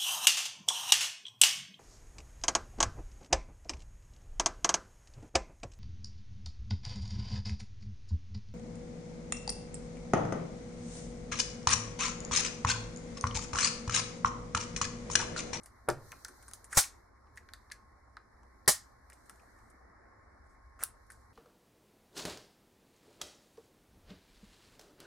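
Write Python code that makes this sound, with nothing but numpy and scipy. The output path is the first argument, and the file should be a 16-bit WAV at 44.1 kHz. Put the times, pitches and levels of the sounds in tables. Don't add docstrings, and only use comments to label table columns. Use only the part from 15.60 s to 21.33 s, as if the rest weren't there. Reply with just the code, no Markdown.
import sys
import numpy as np
from scipy import signal
from scipy.fft import rfft, irfft
from scipy.io import wavfile
from scipy.ndimage import uniform_filter1d

SR = 44100
rng = np.random.default_rng(int(sys.argv[2]) if len(sys.argv) > 2 else 0)


def transcribe(signal):
    frames = np.atleast_2d(signal).T
    limited = np.clip(frames, -1, 1)
    pcm = np.round(limited * 32767).astype(np.int16)
    wavfile.write(sys.argv[1], SR, pcm)


def volts_from_decibels(level):
    exponent = np.asarray(level, float) / 20
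    return 10 ** exponent


N = 252693


def evened(x):
    return x / np.sqrt(np.mean(x ** 2) + 1e-20)


def peaked(x):
    return x / abs(x).max()


def read(points, hz):
    f, value = np.transpose(points)
    return np.interp(np.log(hz + 1), np.log(f + 1), value)


def add(mix, s, sound):
    part = mix[..., round(s * SR):][..., :sound.shape[-1]]
    part += sound[..., :part.shape[-1]]


def resonate(x, hz, width_hz):
    turn = np.exp(2j * np.pi * hz * np.arange(x.shape[-1]) / SR)
    r = np.exp(-np.pi * width_hz / SR)
    return 2 * (turn * signal.lfilter([1 - r], [1, -r], x / turn)).real


def ring(modes, shorten, size, apart):
    t = np.arange(size) / SR
    spread = rng.standard_normal((len(modes), 2, 1))
    out = np.zeros((2, size))
    for (hz, db, t60), v in zip(modes, spread):
        fading = volts_from_decibels(db + 0.83 * v - 60 * t / (t60 * shorten))
        out += fading * np.sin(2 * np.pi * hz * t + apart * v)
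    return out * np.minimum(t / 0.00048, 1)


def shaken(colour, alike, size):
    a, b = rng.standard_normal((2, size))
    pair = np.array([a + alike * b, b + alike * a])
    return evened(irfft(rfft(pair) * volts_from_decibels(read(colour, np.fft.rfftfreq(size, 1 / SR))), size))


# pitch in Hz, likeness (1 is the same).
SAME = [(60, 0.94), (130, 0.98), (290, 0.38), (640, 0.015), (1400, 0.52), (3100, 0), (7000, 0.047)]


def hiss(colour, patchy_db, same=SAME, size=512):
    frames = N // (size // 4) + 5
    hz = np.fft.rfftfreq(size, 1 / SR)
    a, b, c, d, patches = rng.standard_normal((frames, len(hz), 5)).astype(np.float32).T
    patches = uniform_filter1d(patches, size=7, axis=0)
    patches = evened(uniform_filter1d(patches, size=8, axis=1))
    like = np.clip(read(same, hz), -1, 1)[:, None]
    left = a + 1j * b
    right = like * left + np.sqrt(1 - like ** 2) * (c + 1j * d)
    z = np.array([left, right]) * volts_from_decibels(read(colour, hz)[:, None] + patchy_db * patches)
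    return evened(signal.istft(z, nperseg=size, noverlap=3 * size // 4)[1][:, :N])


# pitch in Hz, level in dB per Hz.
HUM = [(8.8, -37), (15, -10.5), (32, -9), (54, 2), (70, 3.5), (80, -8.5), (110, -4.5), (129, -20),
       (170, -23), (220, -50.5), (370, -120)]
# pitch in Hz, width in Hz, level in dB.
WHINES = [(1076, 1.4, -74), (7130, 13, -99), (8700, 20, -100.5)]
# pitch in Hz, level in dB per Hz.
AIR = [(2000, -34), (3400, -11.5), (5450, 7.5), (6410, -9), (7330, -5), (9180, -16), (11200, -16.5),
       (13000, -26.5)]


def room_noise():
    t = np.arange(N) / SR
    out = volts_from_decibels(-63) * hiss(HUM, 1.5, size=4096)
    for hz, width_hz, db in WHINES:
        waver = evened(resonate(rng.standard_normal(N), hz, width_hz))
        out += volts_from_decibels(db) * evened(np.sin(2 * np.pi * hz * t) + 0.5 * waver)
    return out + volts_from_decibels(-85.5) * hiss(AIR, 1.4, size=256)


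# time in seconds, rustle
# level in dB.
RUSTLE = [(0.0, -77.5), (0.3, -81.5), (0.46, -65.5), (0.72, -68.5), (0.91, -69), (1.12, -75.5), (1.35, -75),
          (1.52, -88.5), (1.98, -79), (2.49, -87.5), (3.08, -82.5), (3.22, -72.5), (3.38, -83), (3.69, -76),
          (3.95, -78.5), (4.4, -89), (5.2, -85.5), (5.4, -80.5)]
# pitch in Hz, level in dB per Hz.
RUSTLE_COLOUR = [(2120, -42), (3600, -13), (4090, 1.5), (4890, -4.5), (5290, -2), (6090, -1), (7360, -6),
                 (10000, -4), (14200, -9.5), (15500, -14)]
# pitch in Hz, level in dB per Hz.
RUB_COLOUR = [(82, -32.5), (140, -18), (235, 0.5), (269, -5), (338, -4), (479, -6.5), (776, -5), (1100, -5),
              (1160, -4.5), (1520, -8.5), (1780, -6.5), (2220, -14), (2500, -37.5), (3250, -70.5),
              (5500, -120)]


def hands():
    t = np.arange(N) / SR
    busy_db = np.interp(t, *np.transpose(RUSTLE))
    flicker_db = 0.63 * evened(uniform_filter1d(rng.standard_normal(N), size=300))
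    rustle = volts_from_decibels(busy_db + 1.9 + flicker_db) * hiss(RUSTLE_COLOUR, 1.3)
    sleeve_s, sleeve_width_s, sleeve_db = 4.44, 0.52, 4.5
    swell_db = sleeve_db * np.exp(-((t - sleeve_s) / sleeve_width_s) ** 2)
    rub_db = -65 + 0.18 * (busy_db + 74.5) + swell_db
    return rustle + volts_from_decibels(rub_db + 1.52) * hiss(RUB_COLOUR, 1.8, size=1024)


# pitch in Hz, time in seconds to fall by 60 dB.
ROOM = [(100, 0.042), (400, 0.089), (1200, 0.28), (3000, 0.23), (7000, 0.23), (14000, 0.11)]


def room(x):
    taps = np.zeros((2, SR // 2))
    at = np.arange(100, SR // 2 - 20, 20) + rng.integers(0, 20, (2, (SR // 2 - 101) // 20))
    np.put_along_axis(taps, at, rng.choice([-1., 1.], at.shape), 1)
    taps = taps + 1.4 * taps[::-1]
    hz, t, z = signal.stft(taps, SR, nperseg=256)
    fading = volts_from_decibels(-60 * t / read(ROOM, hz)[:, None])
    tail = signal.istft(z * fading, SR, nperseg=256)[1]
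    return signal.fftconvolve(x, tail / np.linalg.norm(tail[0]), axes=1)[:, :N]


# start in seconds, end in seconds, first level in dB,
# last level in dB, body level in dB against the bright grit.
SCRAPES = [
    (1.096, 1.127, -73, -49, -4.5),
    (1.145, 1.167, -46, -38.5, -6),
    (1.167, 1.171, -36, -30, -12),
    (3.54, 4.12, -79, -82.5, -27),
    (5.505, 5.66, -73, -84, -17),
    (3.08, 3.074, -70, -50, -8.5),
    (5.19, 5.231, -70.5, -50.5, 7),
    (4.836, 4.874, -95, -79, -12),
    (4.893, 4.954, -78, -86, -10),
]


def scrapes(steel):
    out = np.zeros((2, N))
    for start, end, first_db, last_db, body_db in SCRAPES:
        t = np.arange(0, end - start + 0.01, 1 / SR)
        wide = steel[:, round(start * SR):][:, :len(t)]
        grit, a, b = rng.standard_normal((3, len(t)))
        grains = evened(volts_from_decibels(1.8 * evened(uniform_filter1d(grit, size=90))))
        bright = evened(0.52 * wide + resonate(wide, 8100, 3500))
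        body = evened(resonate(resonate(a, 1200, 800), 1600, 820))
        body = body + 0.33 * evened(resonate(resonate(b, 520, 500), 520, 500))
        touching = np.clip(t / 0.002, 0, 1) * np.clip((end - start + 0.0026 - t) / 0.0024, 0, 1)
        level = volts_from_decibels(np.interp(t, [0, end - start], [first_db, last_db]))
        add(out, start, level * touching * grains * (bright + volts_from_decibels(body_db) * body))
    return out


def ticks(steel, contacts, steel_hz, width_hz, crack_t60, tail_db):
    out = np.zeros((2, N))
    t = np.arange(3000) / SR
    for s, db, body_db, body_hz, wide_db in contacts:
        wide = steel[:, round(s * SR):][:, :len(t)]
        shake = rng.standard_normal((3, len(t)))
        hard = min(volts_from_decibels(db + 21.5), 1.5)
        tail = wide * volts_from_decibels(tail_db - 60 * t / 0.096) * np.minimum(t * 500, 1)
        burst = wide + hard * np.diff(wide, n=2, prepend=0, append=0)
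        burst = burst * volts_from_decibels(-60 * t / crack_t60) * np.minimum(t * 3000, 1)
        coloured = resonate(resonate(burst, steel_hz, width_hz), steel_hz, 1.5 * width_hz)
        crack = peaked(coloured) + volts_from_decibels(wide_db) * peaked(burst)
        push = shake[0] + 0.24 * shake[1:]
        push = push * volts_from_decibels(-60 * t / 0.044) * np.minimum(t / 0.0004, 1)
        for body_width_hz in (630, 1100, 1500):
            push = resonate(push, body_hz, body_width_hz)
        add(out, s, volts_from_decibels(db - 3.5) * (crack + tail + volts_from_decibels(body_db) * peaked(push)))
    return out


# time in seconds, peak level in dB, body level
# in dB against the peak, body pitch in Hz, wide crack level in dB against the peak.
PIN = [(0.0594, -37.5, -12, 1640, -7), (1.7495, -67, -20, 1400, -5.5), (1.7584, -54.5, -13.5, 1405, -3.5),
       (1.7675, -53, -2.5, 1410, -3.5), (3.4998, -46.5, 0, 1544, 4), (3.696, -41.5, 0.5, 1373, 7.5),
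       (5.1912, -60.5, 16, 1310, -6), (5.467, -66.5, -15, 1291, 0), (.9348, -28, -22, 1308, -9),
       (5.5189, -43.5, -18, 1028, -17)]
LEVER = [(0.5265, -52, 16, 1150, -9), (1.7784, -46.5, -0.5, 1830, -7.5), (1.9354, -35, -2, 1490, 1),
         (2.1142, -45, 10.5, 1790, 0.5), (2.1191, -32.5, -11, 1900, 4)]
FRAME = [(0.2879, -18, 0, 1410, -23), (0.3007, -31, 1, 1530, 7.5), (0.5187, -46, 9, 1800, 13),
         (0.648, -35.5, 0.5, 1430, 11), (1.7733, -46.5, 9.5, 1780, 3.5), (2.832, -57.5, 6, 946, -14),
         (3.5214, -58.5, 12, 2070, -12), (3.795, -70, 12.5, 2470, -8), (3.9882, -59.5, -3, 1967, -9)]
SLIPS = [(0.0335, -40.5, -17, 1090, -25), (0.6818, -45.5, 1, 1310, 3), (0.8255, -51.5, 0, 1640, 2),
         (0.8811, -36, -7.5, 1228, -19), (1.043, -38, -16.5, 1880, -14), (1.1305, -30, 1.5, 1800, -14),
         (3.53, -57.5, -4, 1230, 9.5), (3.6574, -61, -3, 1210, -2), (3.758, -67.5, 5, 1090, 7),
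         (4.0999, -56.5, -20, 929, -10), (5.5016, -45.5, 7.5, 1630, -3.5)]
CATCH = [(.912, -53, 7.5, 1310, 11), (1.1278, -33.5, 7, 1400, -6.5), (1.188, -25, 2, 1519, 3),
         (5.2085, -60.5, 12.5, 1870, -1), (5.2145, -65, 17, 1480, -7), (5.2285, -32, -6, 1405, -8),
         (5.2362, -14.5, -21, 1290, 0)]
SPRING = [(1.238, -35.5, 2, 2230, -8), (1.6697, -65, 15, 900, -25), (1.8882, -46.5, 3.5, 1520, -27),
          (2.1004, -48.5, 2, 1251, -30), (2.568, -43.5, 11, 1230, -12), (3.0605, -49.5, -14, 1500, -13)]


def small_parts(steel):
    return (ticks(steel, PIN, 10200, 2600, 0.008, -17)
            + ticks(steel, LEVER, 4100, 1500, 0.011, -22)
            + ticks(steel, FRAME, 6200, 3000, 0.01, -22)
            + ticks(steel, SLIPS, 9100, 2600, 0.045, -26.5)
            + ticks(steel, CATCH, 9300, 3200, 0.013, -26)
            + ticks(steel, SPRING, 4000, 1100, 0.012, -38))


# time in seconds, level in dB.
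KNOCKS = [
    (0.2783, -41.5),
    (0.2862, -23.5),
    (0.2945, -28.5),
]
# pitch in Hz, level in dB, time in seconds to fall by 60 dB.
TABLE = [(157, -38, 0.36), (354.6, -9, 0.12), (598, -21, 0.16), (565, -7.5, 0.03), (750, -9.5, 0.071),
         (786, -22, 0.12), (923, -12, 0.1), (1078, -17, 0.11), (1480, -38, 0.13), (1379, -6.5, 0.044),
         (1830, -25, 0.051), (1990, -41, 0.09), (2100, -51, 0.16)]
# pitch in Hz, level in dB per Hz.
THUD = [(120, -32), (200, -3), (322, 4.5), (755, 1), (1260, -36), (1500, -22), (1640, -24), (2060, -26),
        (2640, -28), (4000, -23.5), (5200, -33), (8800, -120)]
# pitch in Hz, level in dB per Hz.
BOOM = [(30, -4), (60, -12), (115, 3), (200, -16.5), (460, -11), (800, -19.5), (1500, -32), (3000, -53)]


def knocks():
    out = np.zeros((2, N))
    t = np.arange(30000) / SR
    board = peaked(ring(TABLE, 0.87, size=12000, apart=0.21))
    for s, db in KNOCKS:
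        add(out, s, volts_from_decibels(db + 4) * board)
    thud_t60, shudder_t60 = 0.089, 0.58
    thud = shaken(THUD, 0.39, size=len(t)) * volts_from_decibels(-24.5 - 60 * t / thud_t60) * np.minimum(t * 2000, 1)
    shudder = shaken(BOOM, 0.57, size=len(t)) * volts_from_decibels(-40 - 60 * t / shudder_t60)
    add(out, KNOCKS[1][0], thud + shudder * np.minimum(t / 0.0034, 1))
    return out


# time in seconds, blow level in dB, thump level in dB, clang level in dB.
SLAMS = [
    (1.1711, -19, -26, -24.5),
    (3.077, -18.5, -39, -23),
]
# pitch in Hz, level in dB per Hz.
CLANGS = [
    [(120, -33.5), (200, -10), (267, -15.5), (765, -3.5), (1410, -3.5), (1540, -2.5), (2600, -12),
     (3380, -42), (5720, -120)],
    [(65, -37), (110, -6.5), (250, -6.5), (420, -1.5), (800, -6), (1210, -3.5), (1640, -5), (1790, 3.5),
     (2600, -23.5), (3380, -49), (5720, -120)],
]
# pitch in Hz, level in dB, time in seconds to fall by 60 dB.
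THUMP = [(47, 2, 0.15), (81.5, 3.5, 0.14), (130, 4, .1), (165, -10.5, 0.083)]


def slams(steel):
    out = np.zeros((2, N))
    t = np.arange(8192) / SR
    rattle_s, rattle_t60, clang_t60 = 0.011, 0.15, 0.06
    start = np.minimum(t / 0.002, 1)
    later = np.maximum(t - rattle_s, 0)
    for (s, db, thump_db, clang_db), colour in zip(SLAMS, CLANGS):
        chatter = evened(volts_from_decibels(0.43 * evened(uniform_filter1d(rng.standard_normal(len(t)), size=40))))
        crash = steel[:, round(s * SR):][:, :len(t)] * chatter * volts_from_decibels(db - 60 * later / rattle_t60)
        clang = shaken(colour, 0.3, size=len(t)) * volts_from_decibels(clang_db - 60 * later / clang_t60)
        thump = ring(THUMP, 0.46, size=len(t), apart=0.93) * volts_from_decibels(thump_db) * np.minimum(t / 0.0036, 1)
        add(out, s, (crash + clang) * start + thump)
    return out


# pitch in Hz, level in dB per Hz.
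SLAM_COLOUR = [(1290, -39.5), (2200, -10), (2480, -19), (2630, -10), (3330, -6), (5290, 2.5), (9950, 3.5),
               (12300, -3.5), (13900, -4.5), (15800, -10.5), (16500, -34.5)]


def scene():
    steel = hiss(SLAM_COLOUR, 0.26, same=[(3000, 0.67), (8000, 0.93), (14000, 0.14)], size=256)
    near = small_parts(steel) + slams(steel) + knocks() + scrapes(steel)
    return near + volts_from_decibels(-12.5) * room(near) + hands() + room_noise()


def band_limit(x):
    return signal.sosfilt(signal.butter(12, 16810, fs=SR, output="sos"), x)


# pitch in Hz, level in dB.
DROPPED = [(2300, -150), (2700, -121), (3500, -121), (3900, -150), (11700, -150), (12000, -116),
           (15300, -110), (16200, -85)]


def record(dry):
    hz, t, z = signal.stft(dry, SR, nperseg=2048)
    power = uniform_filter1d((abs(z) ** 2).mean(0), size=16, axis=0)
    power = uniform_filter1d(power, size=3, axis=1)
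    over_db = 10 * np.log10(power + 1e-30) - read(DROPPED, hz)[:, None]
    kept = np.clip(over_db / 2.1, 0, 1)
    mix = signal.istft(z * kept, SR, nperseg=2048)[1][:, :N]
    return band_limit(mix)


dry = scene()
out = record(dry)
transcribe(out)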